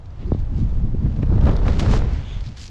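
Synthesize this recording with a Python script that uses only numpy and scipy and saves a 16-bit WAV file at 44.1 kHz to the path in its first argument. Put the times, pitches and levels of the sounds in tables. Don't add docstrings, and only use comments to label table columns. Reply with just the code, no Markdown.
import sys
import numpy as np
from scipy import signal
from scipy.fft import rfft, irfft
from scipy.io import wavfile
from scipy.ndimage import uniform_filter1d

SR = 44100
rng = np.random.default_rng(int(sys.argv[2]) if len(sys.argv) > 2 else 0)


def output_pcm(signal):
    pcm = np.clip(np.atleast_2d(signal).T, -1, 1) * 32767
    wavfile.write(sys.argv[1], SR, np.round(pcm).astype(np.int16))


N = 119070
T = np.arange(N) / SR
HZ = np.fft.rfftfreq(N, 1 / SR)


# (f/Hz, level/dB)
RUMBLE_LEVEL = [(0, -38), (.05, -33.5), (.17, -34.5), (.27, -22.5), (.45, -19.5), (.55, -23.5), (.6, -17.5),
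                (.7, -18), (.74, -19.5), (.79, -16.5), (.9, -20), (1.08, -18), (1.13, -23), (1.23, -18.5),
                (1.41, -13), (1.6, -15.5), (1.69, -14), (1.8, -18.5), (1.95, -14), (2.18, -20),
                (2.24, -30.5), (2.42, -23.5), (2.56, -36.5), (2.7, -36.5)]
RUMBLE_SPECTRUM = [(8, -17.5), (20, 1.5), (40, -2), (70, -0.5), (110, -7.5), (170, -19.5), (300, -60.5),
                   (800, -103)]
# (f/Hz, level/dB)
FLUTTER_LEVEL = [(0, -48), (.05, -51), (.17, -45.5), (.26, -32.5), (.36, -35.5), (.48, -41), (.51, -29),
                 (.55, -29.5), (.6, -22), (.73, -36), (.83, -21), (.9, -30.5), (.95, -26), (.985, -32),
                 (1.05, -17.5), (1.12, -32), (1.2, -22.5), (1.27, -33.5), (1.33, -17.5), (1.41, -21.5),
                 (1.48, -18), (1.59, -28), (1.69, -25), (1.77, -27), (1.89, -18.5), (1.99, -27.5),
                 (2.05, -27), (2.18, -30.5), (2.26, -41), (2.37, -45), (2.44, -40), (2.5, -36), (2.56, -50),
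                 (2.7, -47)]
FLUTTER_SPECTRUM = [(20, -17), (60, -1.5), (100, 2.5), (200, -1), (300, -11), (450, -30), (800, -46.5),
                    (2000, -87)]

def wind_buffeting():
    buffet = lumps(depth_db=1.22, rate_hz=22)
    rumble = steady(noise(RUMBLE_SPECTRUM), samples=2200) * level(RUMBLE_LEVEL)
    flutter = steady(noise(FLUTTER_SPECTRUM), samples=1400) * level(FLUTTER_LEVEL)
    flutter *= lumps(depth_db=0.33, rate_hz=30)
    return buffet * (rumble + flutter)


# (t/s, level/dB)
ROAR_LEVEL = [(0, -61), (.9, -51.5), (1.27, -45.5), (1.33, -35.5), (1.42, -34.5), (1.48, -28),
              (1.53, -31.5), (1.61, -35), (1.69, -30), (1.76, -36), (1.85, -29.5), (1.95, -30.5),
              (2.01, -35), (2.11, -41.5), (2.22, -57.5), (2.7, -62.5)]
# (f/Hz, level/dB)
ROAR_SPECTRUM = [(60, -29), (200, -7.5), (400, 5), (700, -3.5), (1300, -12.5), (2500, -29), (5000, -34.5),
                 (7500, -47.5), (13000, -72.5)]
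FIZZ_SPECTRUM = [(400, -15.5), (1200, 4), (2200, -6.5), (3500, -7), (5500, -14.5), (7500, -26.5),
                 (9000, -32), (13000, -52.5)]

def wind_roar():
    fizz_db, fizz_growth = -40.5, 1.57
    tearing = steady(lumps(depth_db=2.5, rate_hz=110), samples=1800)
    force = level(ROAR_LEVEL)
    roar = force * noise(ROAR_SPECTRUM)
    fizz = amp(fizz_db) * (force / force.max()) ** fizz_growth * noise(FIZZ_SPECTRUM)
    return tearing * (roar + fizz)


# (t/s, level/dB, half-width/s, tilt/dB per octave)
NOISE_BURSTS = [(0.776, -34.5, 0.0073, -14), (.842, -38, 0.0041, -13), (.948, -28.5, 0.0096, -17.5),
                (1.119, -39.5, 0.0055, -13), (1.191, -30.5, 0.0098, -12.5), (1.062, -35, 0.007, -0.5),
                (1.23, -36, 0.006, 3), (1.3248, -20.5, 0.0047, -15), (1.379, -30.5, 0.009, -5.5),
                (1.472, -19, 0.0025, -2), (1.485, -22.5, 0.0098, -1.5), (1.4946, -18, 0.0038, -0.5),
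                (1.657, -26.5, 0.003, 0), (1.684, -27, 0.002, 5.5), (1.692, -20.5, 0.0082, -9),
                (1.799, -31, 0.006, 7), (1.862, -35, 0.0043, 5.5), (1.914, -28.5, 0.003, 6),
                (1.938, -25.5, 0.0051, 2.5), (1.941, -25, 0.013, -5), (2.021, -24.5, 0.0017, 0)]
# (f/Hz, level/dB)
BURST_SPECTRUM = [(60, -17.5), (250, 9), (700, 3.5), (1400, -5.5), (2600, -12), (4500, -31.5), (7500, -43),
                  (13000, -65)]

def gusts_and_canopy_crack():
    out = np.zeros(N)
    for at, db, width, tilt_db in NOISE_BURSTS:
        envelope = np.exp(-abs(T - at) / width)
        out += amp(db) * envelope * steady(noise(BURST_SPECTRUM, tilt_db), samples=300)
    return out


# (t/s, peak level/dB, half-width/s)
EDDY_HITS = [(0.587, -16.5, 0.0011), (0.633, -15, 0.0015), (.727, -18, 0.0011), (.949, -12.5, 0.0013),
             (1.233, -6.5, 0.0011), (1.298, -7.5, 0.0021), (1.317, -15.5, 0.00086), (1.714, -10, 0.0019),
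             (1.818, -9, 0.0015), (1.971, -12.5, 0.0013), (2.368, -15, .003)]

def eddy_shoves():
    out = np.zeros(N)
    for at, db, width in EDDY_HITS:
        u = (T - at) / width
        push = 2 / (1 + u ** 2)
        rebound = 1 / (1 + (u / 2) ** 2)
        out += amp(db) * (push - rebound)
    return out


# (t/s, peak level/dB, centre f/Hz)
FABRIC_FLAPS = [(1.3265, -26.5, 650), (1.4755, -18.5, 800), (1.493, -32, 1000), (1.4934, -21.5, 795),
                (1.506, -23, 750), (1.6806, -22, 900), (1.6822, -16.5, 1200), (1.683, -24.5, 2120),
                (1.695, -25, 750), (1.7954, -17.5, 2700), (1.7972, -20, 2800), (1.8545, -24, 1000),
                (1.863, -20.5, 900), (1.895, -25, 900), (1.915, -21, 1190), (1.933, -20, 800),
                (1.9381, -11, 695), (1.9404, -22.5, 755), (1.956, -25, 1000), (1.969, -23, 1100)]

def canopy_flaps():
    out = np.zeros(N)
    for at, db, hz in FABRIC_FLAPS:
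        u = 2 * np.pi * hz * (T - at)
        out -= amp(db) * u * np.exp((1 - u ** 2) / 2)
    return out


# (t/s, level/dB, decay/s, tilt/dB per octave)
RIG_SNAPS = [(0.3914, -48, 0.0021, 0), (0.4, -46, 0.0021, -2), (1.2293, -44.5, 0.0029, -3.5),
             (1.411, -34.5, 0.003, -6), (1.429, -49, 0.0023, 8), (1.4417, -32, 0.0009, 3),
             (1.456, -16.5, 0.00084, -7.5), (1.5654, -30, 0.002, -3.5), (1.6795, -41, 0.0034, -1),
             (1.732, -30, 0.0014, -6.5), (1.7941, -24.5, 0.0045, -4), (1.803, -40, 0.0031, 8),
             (1.9125, -31, 0.0039, -2), (1.939, -41, 0.0035, 8), (2.132, -44, .005, -1)]
# (f/Hz, level/dB)
SNAP_SPECTRUM = [(200, -26), (1000, -10.5), (2500, -11.5), (4000, -2.5), (7000, -12), (9000, -21.5),
                 (12000, -32), (14500, -40)]

def snaps():
    return sum(amp(db) * crack(at, decay) * steady(noise(SNAP_SPECTRUM, tilt_db), samples=100)
               for at, db, decay, tilt_db in RIG_SNAPS)


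# (t/s, envelope peak/dB, pitch drop/Hz)
STEP_THUMPS = [(0.3188, -7.5, 1636), (0.347, -16, 1400)]

def thumps():
    end_hz, drop_s, drop_power = 41.4, 0.000856, 1.44
    rise_s, decay_s = 0.0025, 0.0042
    out = np.zeros(N)
    for at, db, drop_hz in STEP_THUMPS:
        age = np.maximum(T - at, 0)
        hz = end_hz + drop_hz / (1 + (age / drop_s) ** drop_power)
        phase = 2 * np.pi * np.cumsum(hz * (age > 0)) / SR
        envelope = (1 - np.exp(-(age / rise_s) ** 2)) * np.exp(-age / decay_s)
        out += amp(db) * envelope / envelope.max() * np.sin(phase)
    return out


# (t/s, half-width/s, level/dB, f/Hz)
SOLE_RUBS = [(.231, 0.0082, -34, 311), (.288, .018, -34.5, 338)]
# (t/s, level/dB, centre f/Hz)
GRIT_SCRAPE = [(.17, -75, 3400), (.212, -63, 3300), (.232, -56, 2280), (.25, -64, 3000),
               (.282, -61.5, 4870), (.305, -77, 4760), (.332, -56, 3800), (.37, -77, 3800)]

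def scuff():
    rubs = np.zeros(N)
    for at, width, db, hz in SOLE_RUBS:
        envelope = np.exp(-((T - at) / width) ** 2)
        note = resonate(rng.standard_normal(N), hz, band_hz=94)
        rubs += amp(db) * envelope * steady(note, samples=900)
    times, grit_db, grit_hz = np.transpose(GRIT_SCRAPE)
    grit = resonate(crackles(per_s=2100), np.interp(T, times, grit_hz), band_hz=1500)
    return rubs + amp(np.interp(T, times, grit_db)) * grit


# (peak t/s, level/dB, rise/s, fall/s, tilt/dB per octave)
CLOTH_SWISHES = [(.22, -50.5, 0.066, 0.039, -6), (0.322, -56.5, 0.078, 0.13, -3.5),
                 (.59, -55.5, 0.051, 0.056, 0.5), (0.719, -63.5, 0.1, 0.19, 0.5),
                 (1.128, -56, 0.15, 0.39, -2.5), (1.46, -65, .04, 0.12, 14.5),
                 (1.702, -41, 0.073, 0.13, -3), (1.8, -39, 0.019, 0.043, 1),
                 (1.88, -40, 0.057, 0.057, -2.5), (1.94, -37, 0.052, 0.051, 1),
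                 (2.03, -41, 0.21, 0.17, -5.5), (2.14, -45.5, 0.055, 0.099, -3),
                 (2.32, -48, 0.14, 0.11, -3), (2.47, -52.5, 0.093, 0.15, -1),
                 (2.571, -50, 0.0058, 0.052, 0), (2.624, -44.5, 0.047, 0.046, 5),
                 (2.675, -51.5, 0.023, 0.031, 3)]
# (f/Hz, level/dB)
CLOTH_SPECTRUM = [(200, 0.5), (800, 4), (2000, 6.5), (4500, 4), (7300, -3.5), (8800, -17.5), (11500, -27),
                  (14000, -54)]

def cloth():
    crackle_db = -2
    out = np.zeros(N)
    for at, db, rise, fall, tilt_db in CLOTH_SWISHES:
        envelope = np.exp(-((T - at) / np.where(T < at, rise, fall)) ** 2)
        rub = rng.standard_normal(N) + amp(crackle_db) * crackles(per_s=600)
        out += amp(db) * envelope * coloured(rub, CLOTH_SPECTRUM, tilt_db)
    return out * lumps(depth_db=0.5, rate_hz=220)


# (f/Hz, level/dB)
RIG_TICKS = [(0.057, -51), (.105, -54), (.578, -48), (0.601, -48.5), (1.511, -46), (1.533, -44),
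             (2.407, -40.5), (2.411, -50), (2.44, -43), (2.451, -43), (2.462, -41), (2.468, -40),
             (2.475, -43), (2.486, -44), (2.49, -45), (2.57, -38.5), (2.581, -41), (2.595, -39),
             (2.614, -34), (2.619, -42), (2.631, -35), (2.638, -44), (2.656, -38), (2.664, -34),
             (2.678, -33.5)]
TICK_SPECTRUM = [(500, -16), (2000, -9.5), (3300, -2.5), (4600, 2.5), (6000, -5.5), (7500, -18.5),
                 (9000, -27), (11500, -34), (14000, -59)]

def ticks():
    envelope = sum(amp(db) * crack(at, decay_s=0.0027) for at, db in RIG_TICKS)
    return envelope * noise(TICK_SPECTRUM)


# (top f/Hz, bandwidth/Hz, level/dB)
ZIP_BANDS = [(2380, 540, -55), (3130, 400, -51.5), (3510, 420, -49), (6600, 850, -63)]

def line_zip():
    peak_s, half_width_s = 2.315, 0.075
    sag = 0.077
    speed = np.exp(-((T - peak_s) / half_width_s) ** 2)
    bend = 1 - sag * (1 - speed)
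    return speed * sum(amp(db) * resonate(rng.standard_normal(N), hz * bend, band_hz)
                       for hz, band_hz, db in ZIP_BANDS)


# (f/Hz, level/dB)
AIR_LEVEL = [(0, -53.5), (.3, -51), (.7, -48.5), (.9, -51.5), (2.3, -48.5), (2.7, -58)]
AIR_SPECTRUM = [(60, -15), (300, 5), (850, 2), (1700, -9), (3500, -16), (6800, -23.5), (9000, -37.5),
                (13000, -60.5)]

def air_and_surf():
    return level(AIR_LEVEL) * noise(AIR_SPECTRUM)


def amp(db):
    return 10 ** (np.asarray(db) / 20)


def unit(x):
    return x / np.sqrt(np.mean(x ** 2) + 1e-20)


def level(curve):
    return amp(np.interp(T, *np.transpose(curve)))


def coloured(x, spectrum, tilt_db=0):
    hz, db = np.transpose(spectrum)
    curve = np.interp(np.log(HZ + 1), np.log(hz), db)
    tilt = tilt_db * np.log2(np.clip(HZ, 300, 11000) / 3500)
    return unit(irfft(rfft(x) * amp(curve + tilt), N))


def noise(spectrum, tilt_db=0):
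    return coloured(rng.standard_normal(N), spectrum, tilt_db)


def lumps(depth_db, rate_hz):
    wander = unit(irfft(rfft(rng.standard_normal(N)) / (1 + (HZ / rate_hz) ** 4), N))
    return unit(amp(depth_db * wander))


def steady(x, samples):
    power = uniform_filter1d(uniform_filter1d(x ** 2, samples), samples)
    return x / np.sqrt(abs(power) + 1e-9)


def crack(at, decay_s, rise_s=0.00088):
    age = np.maximum(T - at, 0)
    return np.minimum(age / rise_s, 1) * np.exp(-age / decay_s)


def crackles(per_s, spread_db=3.5):
    sizes = amp(spread_db * np.minimum(rng.exponential(1, N), 4))
    signs = rng.choice([-1, 1], N)
    return unit(sizes * signs * (rng.random(N) < per_s / SR))


def resonate(x, hz, band_hz):
    carrier = np.exp(2j * np.pi * np.cumsum(hz * np.ones(N)) / SR)
    pole = np.exp(-np.pi * band_hz / SR)
    baseband = signal.lfilter([1], [1, -2 * pole, pole * pole], x / carrier)
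    return unit((carrier * baseband).real)


def scene():
    wind = wind_buffeting() + wind_roar() + eddy_shoves()
    bursts = gusts_and_canopy_crack() + canopy_flaps() + snaps()
    last_step = thumps() + scuff()
    gear = cloth() + ticks() + line_zip()
    return (wind + bursts + last_step + gear + air_and_surf())[None]


def record(dry):
    ceiling, cutoff_hz = 0.54, 13300
    saturated = dry / (1 + (dry / ceiling) ** 4) ** (1 / 4)
    lowpass = signal.firwin(255, cutoff_hz, window=("kaiser", 8), fs=SR)
    return signal.oaconvolve(saturated, lowpass[None], "same")


dry = scene()
out = record(dry)
output_pcm(out)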